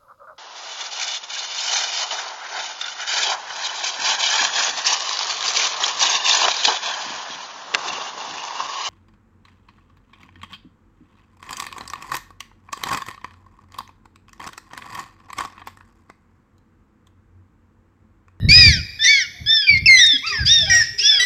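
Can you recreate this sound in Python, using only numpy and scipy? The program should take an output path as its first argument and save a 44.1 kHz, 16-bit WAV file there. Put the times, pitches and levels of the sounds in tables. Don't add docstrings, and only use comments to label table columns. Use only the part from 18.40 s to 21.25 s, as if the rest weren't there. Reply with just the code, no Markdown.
import sys
import numpy as np
from scipy import signal
from scipy.fft import rfft, irfft
from scipy.io import wavfile
from scipy.ndimage import uniform_filter1d, minimum_filter1d

SR = 44100
rng = np.random.default_rng(int(sys.argv[2]) if len(sys.argv) > 2 else 0)


def convert_level_to_amplitude(level_db):
    exponent = np.asarray(level_db, float) / 20
    return 10 ** exponent


def persist_wave(psi):
    counts = np.round(np.clip(psi, -1, 1) * 32767).astype(np.int16)
    wavfile.write(sys.argv[1], SR, np.atleast_2d(counts).T)


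N = 125685
EDGE_HZ = 15750

# time in seconds, level in dB.
GUSTS = [(0.0, -21.5), (0.09, -11), (0.13, -21.5), (0.31, -17.5), (0.59, -54.5), (0.98, -52), (1.02, -30.5),
         (1.27, -68), (1.31, -30), (1.44, -30), (1.71, -49), (1.75, -59), (1.85, -56.5), (2.02, -26),
         (2.17, -42), (2.22, -27.5), (2.67, -54.5), (2.85, -49)]
# frequency in Hz, density in dB per Hz.
RUMBLE_SPECTRUM = [(12, -52), (30, -16), (75, 4.5), (119, 1.5), (170, -6.5), (350, -25), (615, -40),
                   (897, -60.5), (1200, -45.5), (1560, -78), (2640, -120)]
# frequency in Hz, density in dB per Hz.
AIR_SPECTRUM = [(300, -1.5), (700, -9.5), (1500, -13.5), (4000, -27), (8500, -37.5), (11500, -11),
                (15500, -32)]

# time in seconds, pitch in Hz, first harmonic in dB.
LOUD_CALLS = [
    [(.087, 2205, -17), (.134, 2466, -6.5), (.194, 2516, -13.5), (.28, 2314, -13), (.305, 2140, -18),
     (.335, 1890, -25.5), (.385, 1557, -47.5)],
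    [(.632, 2076, -41), (.645, 2001, -17), (.662, 1964, -14), (.69, 2224, -10), (.725, 2281, -14.5),
     (.785, 2140, -15.5), (.803, 1976, -21.5), (.827, 1742, -27.5), (.85, 1643, -51.5)],
    [(1.268, 2460, -21.5), (1.284, 2372, -9.5), (1.298, 2328, -8.5), (1.32, 2285, -12.5),
     (1.356, 2132, -13.5), (1.379, 2130, -19.5)],
    [(1.458, 2643, -11), (1.474, 2635, -12), (1.482, 2193, -8.5), (1.528, 2106, -5.5), (1.61, 1933, -15),
     (1.655, 1733, -22)],
    [(2.298, 1974, -12.5), (2.312, 1871, -16), (2.36, 1892, -9), (2.395, 1872, -17.5), (2.425, 1742, -17.5),
     (2.436, 1726, -37), (2.46, 1600, -47)],
    [(2.787, 1942, -54.5), (2.801, 1951, -16), (2.86, 1967, -19.5)],
    [(1.925, 1956, -20), (1.955, 1830, -25), (1.99, 1698, -27), (2.04, 1569, -29.5)],
]
# second harmonic in dB, third in dB, higher ones in dB, rasp in dB.
LOUD_VOICING = [(5.5, 8.5, 11, -9), (-3, 1, -1.5, -16), (-5.5, -33, -7.5, -46), (-1, -2, 5, -39),
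                (-26.5, -4, 2, -21), (1.5, -6.5, 11.5, -16), (-30, -10.5, -23.5, -36.5)]
# start in seconds, length in seconds, first pitch in Hz, top pitch in Hz,
# first harmonic in dB.
STEADY_CALLS = [
    (0.113, 0.3, 1574, 1932, -19),
    (0.591, .27, 1700, 1815, -23.5),
    (1.06, .25, 1655, 1793, -26.5),
    (1.571, 0.2, 1544, 1869, -29.5),
    (2.065, 0.51, 1558, 1868, -27.5),
    (2.625, .215, 1584, 1745, -29.5),
]
# second harmonic in dB, higher ones in dB,
# exponent of the pitch sag, extra fade in dB.
STEADY_VOICING = [(-7.5, -33, 1.5, 1), (-1.5, -8.5, 1.5, 1), (4.5, 0.5, 1.7, -1), (9.5, -0.5, 1.54, 3),
                  (8, -2.5, 1.6, -1), (7.5, 3, 1.5, 0)]
# time in seconds, pitch in Hz, second harmonic in dB.
HOARSE_CALLS = [
    [(.627, 2400, -27.5), (.65, 2900, -16), (.7, 3094, -30.5), (.79, 2880, -41), (.84, 2840, -49.5)],
    [(1.22, 2323, -23.5), (1.235, 2517, -44), (1.27, 2506, -42.5), (1.32, 2740, -42.5), (1.37, 2790, -45)],
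    [(1.863, 2412, -24.5), (1.9, 2393, -25.5), (1.94, 2430, -33.5), (1.99, 2600, -39), (2.03, 2680, -40)],
    [(2.048, 2500, -37), (2.066, 2367, -17.5), (2.1, 2766, -19), (2.18, 2756, -24.5), (2.27, 2573, -32),
     (2.33, 2600, -25), (2.44, 2690, -28), (2.56, 2770, -43)],
    [(2.578, 2445, -36), (2.593, 2525, -17), (2.615, 2864, -22.5), (2.655, 2805, -21), (2.685, 2745, -23),
     (2.76, 2612, -29), (2.85, 2510, -39)],
]
HOARSE_FIRST_DB = [-16, 18, -25, -4, 1.5]
# start in seconds, length in seconds, first pitch in Hz, top pitch in Hz,
# first harmonic in dB.
FAR_CALLS = [
    (1.825, 0.19, 934, 1324, -34.5),
    (2.256, 0.177, 701.4, 799.5, -39),
    (2.695, .15, 716, 779, -46),
]
# rise in seconds, sag share at 0.1 s past the top, start in dB,
# fade in dB at 0.1 s past the top.
STEADY_ARCH = (.068, .08, -13, -6)
FAR_ARCH = (.044, .26, -14, -8)
# start in seconds, length in seconds, first pitch in Hz,
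# last pitch in Hz, level in dB.
HOOTS = [(1.029, 0.026, 5570, 5740, -49), (2.109, 0.055, 558, 590, -46), (2.198, 0.091, 710, 586, -42.5),
         (2.264, 0.14, 607, 650, -48), (1.881, .11, 431, 389, -47), (2.507, 0.28, 427, 354, -51),
         (2.729, 0.16, 488, 372, -44.5), (0.294, 0.13, 630, 662, -56), (0.908, 0.16, 739, 656, -60.5),
         (1.075, 0.055, 426, 452, -54), (1.727, 0.051, 300, 202, -29.5)]

# frequency in Hz, gain in dB.
LOUD_NOSE = [(1500, -9.5), (2300, 4), (4200, -6), (5000, 6), (5950, -5), (6450, -22.5), (8000, -33),
             (11500, -46), (16000, -57.5)]
# frequency in Hz, gain in dB.
STEADY_NOSE = [(1300, -11.5), (1900, -8), (3600, -0.5), (5300, -1), (6500, -30.5), (9000, -33),
               (16000, -64.5)]
# frequency in Hz, gain in dB.
FAR_NOSE = [(600, 0), (1400, 5), (2400, 13), (3200, -0.5), (4200, -8), (6000, -21), (16000, -70)]
# frequency in Hz, gain in dB.
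HOARSE_NOSE = [(2300, -22.5), (2900, -13.5), (5200, 1.5), (7000, -25.5), (16000, -72)]
# frequency in Hz, density in dB per Hz.
RASP_SPECTRUM = [(900, -76), (1500, -16.5), (2300, -7), (3100, -7), (4100, -5.5), (5300, 2.5), (6100, -7.5),
                 (7400, -24), (15500, -48)]

# time in seconds, level in dB, level above 7 kHz in dB.
SPLASHES = [
    (1.166, -25.5, -35),
    (1.374, -26.5, -33),
    (1.663, -20.5, -9),
    (1.783, -36.5, -22.5),
    (2.831, -47, -14.5),
    (1.061, -46, -16),
    (2.05, -42, -16.5),
]
# frequency in Hz, 60 dB decay time in seconds.
WALL_DECAY = [(500, 0.19), (2000, 1.41), (5000, 1.09), (6000, 1.4), (7000, 1.35)]


def read(points, hz):
    f, value = np.transpose(points)
    return np.interp(np.log(hz + 1), np.log(f + 1), value)


def evened(x):
    return x / np.sqrt(np.mean(x ** 2) + 1e-20)


def white(size):
    return rng.standard_normal(max(size, 2 ** 14))[:size]


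def drift(size, rate_hz):
    width = max(int(SR / rate_hz), 2)
    once = uniform_filter1d(white(size), width, mode="wrap")
    return evened(uniform_filter1d(once, width, mode="wrap"))


def coloured(spectrum, size):
    hz = np.fft.rfftfreq(size, 1 / SR)
    return evened(irfft(rfft(white(size)) * convert_level_to_amplitude(read(spectrum, hz)), size))


def add(mix, s, sound):
    part = mix[round(s * SR):][:len(sound)]
    part += sound[:len(part)]


def arch(row, shape, steep=1.5, extra_db=0):
    start, length, first_hz, top_hz, db = row
    rise_s, sag, start_db, fade_db = shape
    t = np.linspace(0, length, num=40)
    before = np.maximum(1 - t / rise_s, 0)
    after = np.maximum(t - rise_s, 0) * 10
    hz = top_hz * (1 - sag * after ** steep) - (top_hz - first_hz) * before ** 2
    level_db = db + start_db * before ** 3 + (fade_db + extra_db) * after ** 2
    return np.transpose([start + t, hz, level_db])


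def call(curve, nose, order, jitter, shimmer_db, smear, rasp_db,
         first_db=0, second_db=0, third_db=0, higher_db=0):
    s, hz, db = np.transpose(curve)
    t = np.arange(s[0], s[-1], 1 / SR)
    hz = uniform_filter1d(np.interp(t, s, hz), int(0.0076 * SR), mode="nearest")
    turns = np.cumsum(hz * (1 + jitter * drift(len(t), 241))) / SR
    level_db = np.interp(t, s, db)
    dulled_db = 0.17 * np.minimum(level_db - db.max() - 1, 0)
    tone = np.zeros(len(t))
    for k in range(1, 8):
        gain_db = [first_db, second_db, third_db, higher_db][min(k, 4) - 1]
        gain_db = gain_db + read(nose, k * hz) - read(nose, order * hz)
        gain_db += (k > order) * dulled_db + shimmer_db * k ** 0.3 * drift(len(t), 110)
        flutter = 1 + (k * hz > 6400) * 0.35 * drift(len(t), 600)
        wave = np.sqrt(2) * np.cos(2 * np.pi * k * turns)
        tone += convert_level_to_amplitude(gain_db) * (k * hz < EDGE_HZ) * flutter * wave
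    tone *= 1 + smear * drift(len(t), 650)
    rasp = convert_level_to_amplitude(rasp_db) * coloured(RASP_SPECTRUM, len(t))
    edge = np.clip(np.minimum(t - s[0], s[-1] - t) / 0.0019, 0, 1)
    return s[0], (edge * convert_level_to_amplitude(level_db) * [tone, rasp]).T


def rumble():
    s, db = np.transpose(GUSTS)
    level_db = np.interp(np.arange(N) / SR, s, db) + 2.66 * drift(N, 40)
    return convert_level_to_amplitude(level_db) * coloured(RUMBLE_SPECTRUM, N)


def earlier_call():
    t = np.arange(N) / SR
    rings = np.zeros(N)
    for hz, db in [(1840, -43.5), (3850, -39.0), (2900, -57.5), (5150, -54)]:
        rings += convert_level_to_amplitude(db) * drift(N, 270) * np.cos(2 * np.pi * hz * t)
    return rings * convert_level_to_amplitude(-60 * t / 2.9)


def open_air():
    return convert_level_to_amplitude(-57.5) * coloured(AIR_SPECTRUM, N)


def loud_dolphin():
    out = np.zeros((N, 2))
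    for curve, (second_db, third_db, higher_db, rasp_db) in zip(LOUD_CALLS, LOUD_VOICING):
        add(out, *call(curve, LOUD_NOSE, order=1, jitter=0.00677, shimmer_db=1.73, smear=0.033,
                       rasp_db=rasp_db, second_db=second_db, third_db=third_db, higher_db=higher_db))
    return out


def echo(tone, rasp):
    taps = np.zeros(2 * SR)
    at = np.arange(300, 2 * SR - 20, 20)
    taps[at + rng.integers(0, 20, len(at))] = rng.choice([-1., 1.], len(at))
    hz, t, z = signal.stft(taps, SR, nperseg=256)
    deck_decay = convert_level_to_amplitude(13.0 - 60 * t / 0.25)
    wall_decay = convert_level_to_amplitude(-60 * t / read(WALL_DECAY, hz)[:, None])
    deck = signal.istft(z * deck_decay, SR, nperseg=256)[1]
    walls = signal.istft(z * wall_decay, SR, nperseg=256)[1]
    wet = signal.fftconvolve(tone + rasp, deck)
    wet += signal.fftconvolve(tone + convert_level_to_amplitude(-16.5) * rasp, walls)
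    return wet[:N] / np.linalg.norm(deck + walls)


def steady_dolphin():
    out = np.zeros((N, 2))
    for row, (second_db, higher_db, steep, extra_db) in zip(STEADY_CALLS, STEADY_VOICING):
        curve = arch(row, STEADY_ARCH, steep, extra_db)
        add(out, *call(curve, STEADY_NOSE, order=1, jitter=0.0039, shimmer_db=1.34, smear=0.067,
                       rasp_db=-18, second_db=second_db, third_db=higher_db, higher_db=higher_db - 15.5))
    return out


def hoots():
    out = np.zeros(N)
    for s, length, first_hz, last_hz, db in HOOTS:
        u = np.linspace(0, 1, int(length * SR))
        glide_hz = first_hz + (last_hz - first_hz) * u
        hz = glide_hz * (1 + 9 * drift(len(u), 70) / first_hz)
        level = convert_level_to_amplitude(db + 5.3 * drift(len(u), 64)) * np.sin(np.pi * u)
        add(out, s, level * np.cos(2 * np.pi * np.cumsum(hz) / SR))
    return out


def hoarse_dolphin():
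    out = np.zeros((N, 2))
    for curve, first_db in zip(HOARSE_CALLS, HOARSE_FIRST_DB):
        add(out, *call(curve, HOARSE_NOSE, order=2, jitter=0.022, shimmer_db=2.4, smear=0.3,
                       rasp_db=-7, first_db=first_db, third_db=-2))
    return out


def splashes():
    out = np.zeros(N)
    t = np.arange(600) / SR
    for s, db, top_db in SPLASHES:
        spectrum = [(1500, -40), (5000, 0.5), (8000, top_db), (15000, top_db - 27)]
        add(out, s, convert_level_to_amplitude(db - 60 * t / 0.066) * coloured(spectrum, len(t)))
    return out


def far_dolphins():
    out = np.zeros((N, 2))
    for row in FAR_CALLS:
        add(out, *call(arch(row, FAR_ARCH), FAR_NOSE, order=1, jitter=0.0099, shimmer_db=3.0,
                       smear=0.086, rasp_db=-10.5))
    return out


def scene():
    near = loud_dolphin() + steady_dolphin() + hoarse_dolphin()
    far = far_dolphins()
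    far[:, 0] += hoots()
    sent = convert_level_to_amplitude(-12.5) * near + convert_level_to_amplitude(-7.5) * far
    calls = (near + far).sum(axis=1) + echo(*sent.T)
    mix = calls + splashes() + rumble() + earlier_call() + open_air()
    return mix[None]


def band_limit(x):
    return signal.sosfilt(signal.butter(12, 15720, fs=SR, output="sos"), x)


def record(dry):
    ceiling, span = 0.96, int(0.00066 * SR)
    gain = minimum_filter1d(ceiling / np.maximum(abs(dry), ceiling), span)
    gain = uniform_filter1d(uniform_filter1d(gain, span // 2), span // 2)
    low_pass = signal.firwin(511, EDGE_HZ, window=("kaiser", 9), fs=SR)
    mix = signal.oaconvolve(dry * gain, low_pass[None], "same")
    return band_limit(mix)


dry = scene()
out = record(dry)
persist_wave(out)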